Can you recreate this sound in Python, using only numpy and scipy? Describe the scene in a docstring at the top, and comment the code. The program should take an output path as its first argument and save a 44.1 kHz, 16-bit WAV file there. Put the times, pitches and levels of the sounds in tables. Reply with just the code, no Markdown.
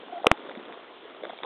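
"""Outdoors on dry cracked mud: someone walks in rubber waders beneath a narrow-band camera microphone.
Wind hiss is noise coloured and flickering in half-octave bands; rustle is a dense sum of random grains.
A wader squeak is a fluttering tone with a weak octave; crumbs of crust pop as short rings with a sharp tick.
One boot lands as decaying modes with a noise tail, crust snaps and bass bumps, and overloads the recorder."""
import sys
import numpy as np
from scipy import signal
from scipy.fft import rfft, irfft
from scipy.io import wavfile
from scipy.ndimage import uniform_filter1d

SR = 44100
rng = np.random.default_rng(int(sys.argv[2]) if len(sys.argv) > 2 else 0)


def wav_record(signal):
    """Record a signal, one row per channel, as 16-bit PCM in the file named by sys.argv[1]."""
    frames = np.transpose(np.atleast_2d(signal))
    bounded = np.clip(frames, -1, 1)
    # unit amplitude maps onto the largest positive 16-bit level
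    quanta = np.round(bounded * 32767).astype(np.int16)
    wavfile.write(sys.argv[1], SR, quanta)


N = 63945

# Spectrum of the wind hiss, relative: [f/Hz, density level/dB]
WIND_SPECTRUM = [(20, -36.5), (40, -28.5), (150, -21), (200, -17.5), (250, -5.5), (330, 1.5), (680, -2.5),
                 (1100, -4), (1600, -8.5), (2500, -12), (3400, -7.5), (3750, -16), (4100, -25), (4400, -38),
                 (4700, -71.5), (9000, -120)]
# Wind strength, relative: [t/s, level/dB of bands below 2.5 kHz, level/dB of bands above]
WIND_STRENGTH = [(0, 1, 3.5), (.09, 0, 2.5), (.2, 0, 0), (.4, 1, 1), (.6, 0, 0), (.75, 0, .7), (.85, .3, 0),
                 (1, -2, 0), (1.1, 1.5, -.7), (1.3, -.7, 0), (1.45, 0, 1.5)]
WIND_DB, WIND_FLICKER_DB = -48.5, 1.0  # overall rms level; scale of each band's flicker

# Rustle of the waders, before the microphone: [t/s, level/dB]
RUSTLE_LEVEL = [(0, -52.5), (.08, -49), (.15, -53.5), (.22, -51.5), (.3, -46), (.36, -48.5), (.47, -44),
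                (.52, -47.5), (.62, -48), (.7, -43), (.79, -55), (.83, -61), (1, -58.5), (1.1, -55.5),
                (1.2, -53.5), (1.25, -43), (1.33, -48), (1.4, -62), (1.45, -32.5)]
RUSTLE_PER_S, RUSTLE_SPREAD_DB = 640, 2  # grain rate; mean of the exponential excess in level
RUSTLE_HZ, RUSTLE_OCTAVES = 625, 0.81  # median pitch and its standard deviation before limiting
RUSTLE_CYCLES, RUSTLE_TILT_DB = 1.3, 1.5  # sets grain length (half as many periods); dB per octave

# Rubber squeak, before flutter and microphone: [t/s, f/Hz, level/dB]
SQUEAK_TRACK = [(.094, 660, -57), (.101, 681, -42), (.11, 675, -58), (.121, 660, -56), (.125, 668, -40),
                (.133, 721, -32), (.138, 700, -52), (.145, 683, -39), (.158, 686, -39), (0.165, 690, -36.5),
                (.174, 730, -38), (.187, 770, -39.5), (.192, 787, -54), (.204, 795, -41), (.21, 790, -60)]
SQUEAK_FLUTTER_DB, SQUEAK_OCTAVE_DB = 2.2, -21  # flutter scale; octave against fundamental

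# Popping crumbs of crust, the last row a knock just as the sound ends: [t/s of centre, peak level/dB, f/Hz,
# length/ms, tick level/dB against the ring]
CRUMB_POPS = [(0.035, -36.0, 450.0, 3.0, -10.0), (0.083, -38.0, 500.0, 3.0, -8.0),
              (0.1345, -35.0, 370.0, 6.0, -15.0), (0.1804, -42, 1834.0, 1.4, -3.0),
              (0.2285, -47.5, 3540, 2.2, -3.0), (0.236, -33.2, 700, 5, -10.0),
              (0.3269, -28.5, 307, 6.8, -10.0), (0.3432, -37, 840.0, 8.3, -10.0),
              (0.3759, -38, 1180, 1.16, -3.0), (0.4014, -44, 3270, 0.89, -3.0),
              (0.4164, -44, 2000.0, 1.6, -3.0), (0.4182, -38, 435, 4.1, -10.0),
              (0.425, -42, 2181.0, 1.6, -3.0), (0.4555, -38, 1189.0, 1.5, -3.0),
              (0.4565, -35.0, 400.0, 3.0, -10.0), (0.462, -45, 2800, 1.8, -3.0),
              (0.4662, -42.5, 1170, 3.5, -3.0), (0.475, -35.0, 420.0, 3.0, -10.0),
              (0.4911, -31.5, 537, 2.6, -10.0), (0.4954, -34, 1542.0, 1.87, -3.0),
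              (0.498, -33.0, 500.0, 3.0, -10.0), (0.5072, -33, 463, 2.8, -10.0),
              (0.5113, -31.5, 716, 1.7, -10.0), (0.5161, -37.5, 1980, 1.7, -3.0),
              (0.5531, -36.5, 2020, 1.2, -3.0), (0.5622, -35.5, 576, 4, -10.0),
              (0.5758, -29.5, 240, 5.9, -10.0), (0.5835, -35.0, 260.0, 5.0, -20.0),
              (0.5985, -36.0, 450.0, 3.0, -6.0), (0.6545, -35, 1280, 1.2, -3.0),
              (0.661, -38.0, 400.0, 3.0, -8.0), (0.685, -37.0, 550.0, 3.0, -8.0),
              (0.7014, -37.5, 707.0, 5.7, -10.0), (0.7254, -35.5, 1950, 0.75, -3.0),
              (0.738, -38.0, 600.0, 3.0, -8.0), (0.7438, -41, 1100, 3.5, -3.0),
              (0.7755, -36.5, 455, 4.6, -10.0), (0.846, -41.0, 1350.0, 3.5, -10.0),
              (1.056, -38.0, 450.0, 8.0, -10.0), (1.081, -39.0, 600.0, 3.0, -8.0),
              (1.101, -42, 1400, 3.5, -3.0), (1.11, -42, 1265, 3.5, -3.0),
              (1.149, -39.0, 1300.0, 2.0, -5.0), (1.168, -38.0, 650.0, 3.0, -4.0),
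              (1.2275, -35.0, 500.0, 3.0, -10.0), (1.2353, -38, 2000.0, 1.5, -3.0),
              (1.2378, -24, 540, 3.07, -10.0), (1.2466, -41, 1681.0, 2.6, -3.0),
              (1.253, -29.5, 1460, 1.17, -3.0), (1.2548, -28.0, 550.0, 2.4, -12.0),
              (1.2705, -36.0, 600.0, 5.0, -6.0), (1.2949, -36.5, 2000.0, 1.95, -3.0),
              (1.2985, -29.5, 714, 4.1, -10.0), (1.3022, -28, 800, 1.46, -10.0),
              (1.307, -35.5, 1450, 2.0, -3.0), (1.3349, -32.5, 740, 2.8, -10.0),
              (1.3707, -45, 3510, 2.8, -3.0), (1.3781, -41, 3668.0, 0.89, -3.0),
              (1.3891, -40, 2280, 3.1, -3.0), (1.3895, -38.0, 800.0, 1.52, -2.0),
              (1.4045, -37.0, 600.0, 3.0, -8.0), (1.435, -23.0, 1200.0, 1.3, -1.0),
              (1.4492, -27.0, 900.0, 2.0, -6.0)]
# Resonances excited by a tick: [f/Hz, level/dB against the tick level, length/ms]
TICK_RESONANCES = [(900, -3, 0.807), (2000, -4.5, 1.0), (3534, -4, 1.8)]

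# One-sided thuds that shake the camera body: [t/s of centre, signed peak, half length to 1/e / ms]
BODY_THUDS = [(0.2691, 0.19, 0.43), (.31639, -0.215, 1.01), (0.5777, 0.000043, 1.3)]

# Boot knocks on the crust: [t/s of start, signed gain of the low, the middle and the high mode]
BOOT_KNOCKS = [(.24431, -.1, .36, -.28), (.25928, .14, -.33, .26), (.26702, .06, -.82, 1.22),
               (.26858, .75, .44, 3.0), (.31407, .01, 1.14, -1.55)]
# Modes of boot and crust: [f/Hz, 60 dB decay time/s]
BOOT_RESONANCES = [(480, 0.02), (688, 0.012), (1104, 0.0039)]
# Crust snapping under the sole: [t/s of centre, peak level/dB, f/Hz, length/ms]
CRUST_SNAPS = [(.26923, 0.5, 2690, 0.59), (.31596, 2, 1905, 0.37)]
KNOCK_RISE_S = .0007  # time constant of the onset
DEBRIS_DB, DEBRIS_T60_S, DEBRIS_HZ = -40, .07, 560  # level against the knock, decay time, centre

MIC_LOW_HZ, MIC_HIGH_HZ = 218, 4050  # half-power edges of the microphone band
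CLIP, HISS_DB, TOP_HZ = .715, -100, 16500  # recorder overload limit, hiss level, top cutoff


def undb(db):
    """Level and amplitude: a gain is ten to the power of the decibels over twenty."""
    return 10 ** (np.asarray(db) / 20)


def unit(x):
    """Normalisation: a signal divided by its root mean square has rms 1."""
    return x / np.sqrt(np.mean(x ** 2))


def walk(rate):
    """Smoothed randomness: values held 1 / rate s are averaged twice and scaled up again."""
    hold = int(SR / rate)
    steps = np.repeat(rng.standard_normal(N // hold + 1), hold)
    slewed = uniform_filter1d(uniform_filter1d(steps, hold), hold)
    return 1.7 * slewed[:N]


def band(x, hz, width):
    """Resonance: a second-order peak passes a band of the given width in Hz."""
    return signal.lfilter(*signal.iirpeak(hz, hz / width, fs=SR), x)


def pops(rows, phases):
    """Transient oscillation: a cosine of few cycles under a Gaussian of quick swell and slower fade."""
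    pad = 2048  # room for bursts that cross either end
    out = np.zeros(N + 2 * pad)
    for (s, db, hz, ms), phase in zip(rows, phases):
        half = int(ms * SR / 500)
        t = np.arange(-half, half + 1) / SR
        width_ms = ms * np.where(t < 0, .5, .7)
        shape = np.exp(-(t * 1000 / width_ms) ** 2)
        at = pad + int(s * SR) - half
        out[at:at + len(t)] += undb(db) * shape * np.cos(2 * np.pi * (hz * t + phase))  # phase in cycles
    return out[pad:pad + N]


def wind():
    """Spectral shaping: coloured noise splits into overlapping bands that follow the wind and flicker apart."""
    hz, db = np.array(WIND_SPECTRUM).T
    f = np.fft.rfftfreq(N, 1 / SR)[1:]
    colour = undb(np.interp(np.log(f), np.log(hz), db))
    noise = rfft(rng.standard_normal(N))[1:] * colour
    t = np.arange(N) / SR
    s, low_db, high_db = np.array(WIND_STRENGTH).T
    out = 0
    for centre in np.arange(4, 13, .5):  # log2 of the band centre in Hz
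        weight = np.clip(1 - 2 * abs(np.log2(f) - centre), 0, 1)
        part = irfft(np.r_[0, noise * weight], N)
        strength_db = np.interp(t, s, low_db if centre < 11.4 else high_db)
        out = out + part * undb(strength_db + WIND_FLICKER_DB * walk(15))
    return unit(out) * undb(WIND_DB)


def rustle():
    """Granular superposition: many random rubbery bursts merge into a patter that follows the leg movement."""
    u = rng.random((2000, 5))[:int(RUSTLE_PER_S * N / SR)]
    start = u[:, 0] * N / SR
    # two uniform draws make one normal deviate
    normal = np.sqrt(-2 * np.log(1 - u[:, 1])) * np.cos(2 * np.pi * u[:, 2])
    octaves = RUSTLE_OCTAVES * normal
    hz = np.clip(RUSTLE_HZ * 2 ** octaves, 200, 4000)
    db = -RUSTLE_SPREAD_DB * np.log(1 - u[:, 3]) + RUSTLE_TILT_DB * octaves
    length_ms = 1000 * RUSTLE_CYCLES / hz / 2
    grains = pops(np.c_[start, db, hz, length_ms], u[:, 4])
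    s, level_db = np.array(RUSTLE_LEVEL).T
    return unit(grains) * undb(np.interp(np.arange(N) / SR, s, level_db))


def squeak():
    """Frequency modulation: rubber on rubber sounds a tone of wavering pitch and level with a weak octave."""
    t = np.arange(N) / SR
    s, hz, db = np.array(SQUEAK_TRACK).T
    pitch = np.interp(t, s, hz) * (1 + .035 * walk(220))
    phase = 2 * np.pi * np.cumsum(pitch) / SR
    tone = np.sin(phase) + undb(SQUEAK_OCTAVE_DB) * np.sin(2 * phase)
    level_db = np.interp(t, s, db, -120, -120) + SQUEAK_FLUTTER_DB * walk(260)
    return np.sqrt(2) * tone * undb(level_db)


def crumbs():
    """Impulse excitation: each crumb is a short ring with a sharp multi-resonant tick at its front."""
    s, db, hz, ms, tick_db = np.array(CRUMB_POPS).T
    u = rng.random((len(s), 4))
    out = pops(np.c_[s, db, hz, ms], u[:, 0])
    front = s - ms / 4000  # a quarter length ahead of the centre
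    same = np.ones(len(s))
    for k, (mode_hz, mode_db, mode_ms) in enumerate(TICK_RESONANCES):
        rows = np.c_[front, db + tick_db + mode_db, mode_hz * same, mode_ms * same]
        out += pops(rows, u[:, k + 1])
    return out


def thuds():
    """Unipolar pulses: Gaussian pressure bumps of one sign carry the bass."""
    t = np.arange(N) / SR
    return sum(peak * np.exp(-((t - s) * 1000 / ms) ** 2) for s, peak, ms in BODY_THUDS)


def boot():
    """Modal decay: knocks ring the modes of boot and crust, crust snaps, and debris settles as fading noise."""
    t = np.arange(N) / SR
    out = pops(CRUST_SNAPS, [0, .5])
    noise = band(band(rng.standard_normal(N), DEBRIS_HZ, 700), DEBRIS_HZ, 700)
    grit = unit(noise) * undb(1.5 * walk(300))
    for s, *gains in BOOT_KNOCKS:
        u = np.maximum(t - s, 0)
        ring = sum(g * np.sin(2 * np.pi * hz * u) * undb(-60 * u / t60)
                   for g, (hz, t60) in zip(gains, BOOT_RESONANCES))
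        tail = np.linalg.norm(gains) * grit * undb(DEBRIS_DB - 60 * u / DEBRIS_T60_S)
        rise = 1 - np.exp(-u / KNOCK_RISE_S)
        out += rise * (ring + tail)
    return out


def scene():
    """Linear superposition: close sounds pass the microphone band; thuds and ready-coloured wind bypass it."""
    near = rustle() + squeak() + crumbs() + boot()
    size = N + 4096
    f = np.fft.rfftfreq(size, 1 / SR) + 1e-9
    gain = 1 / np.sqrt((1 + (MIC_LOW_HZ / f) ** 8) * (1 + (f / MIC_HIGH_HZ) ** 60))
    heard = irfft(rfft(near, size) * gain, size)[:N]
    return (wind() + heard + thuds())[None]


def record(dry):
    """Amplitude limiting: the recorder clips hard, adds a trace of hiss and cuts the top."""
    x = np.clip(dry, -CLIP, CLIP) + undb(HISS_DB) * rng.standard_normal(dry.shape)
    taps = signal.firwin(121, TOP_HZ, window=("kaiser", 7), fs=SR)
    return signal.fftconvolve(x, taps[None], "same")


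dry = scene()
out = record(dry)
wav_record(out)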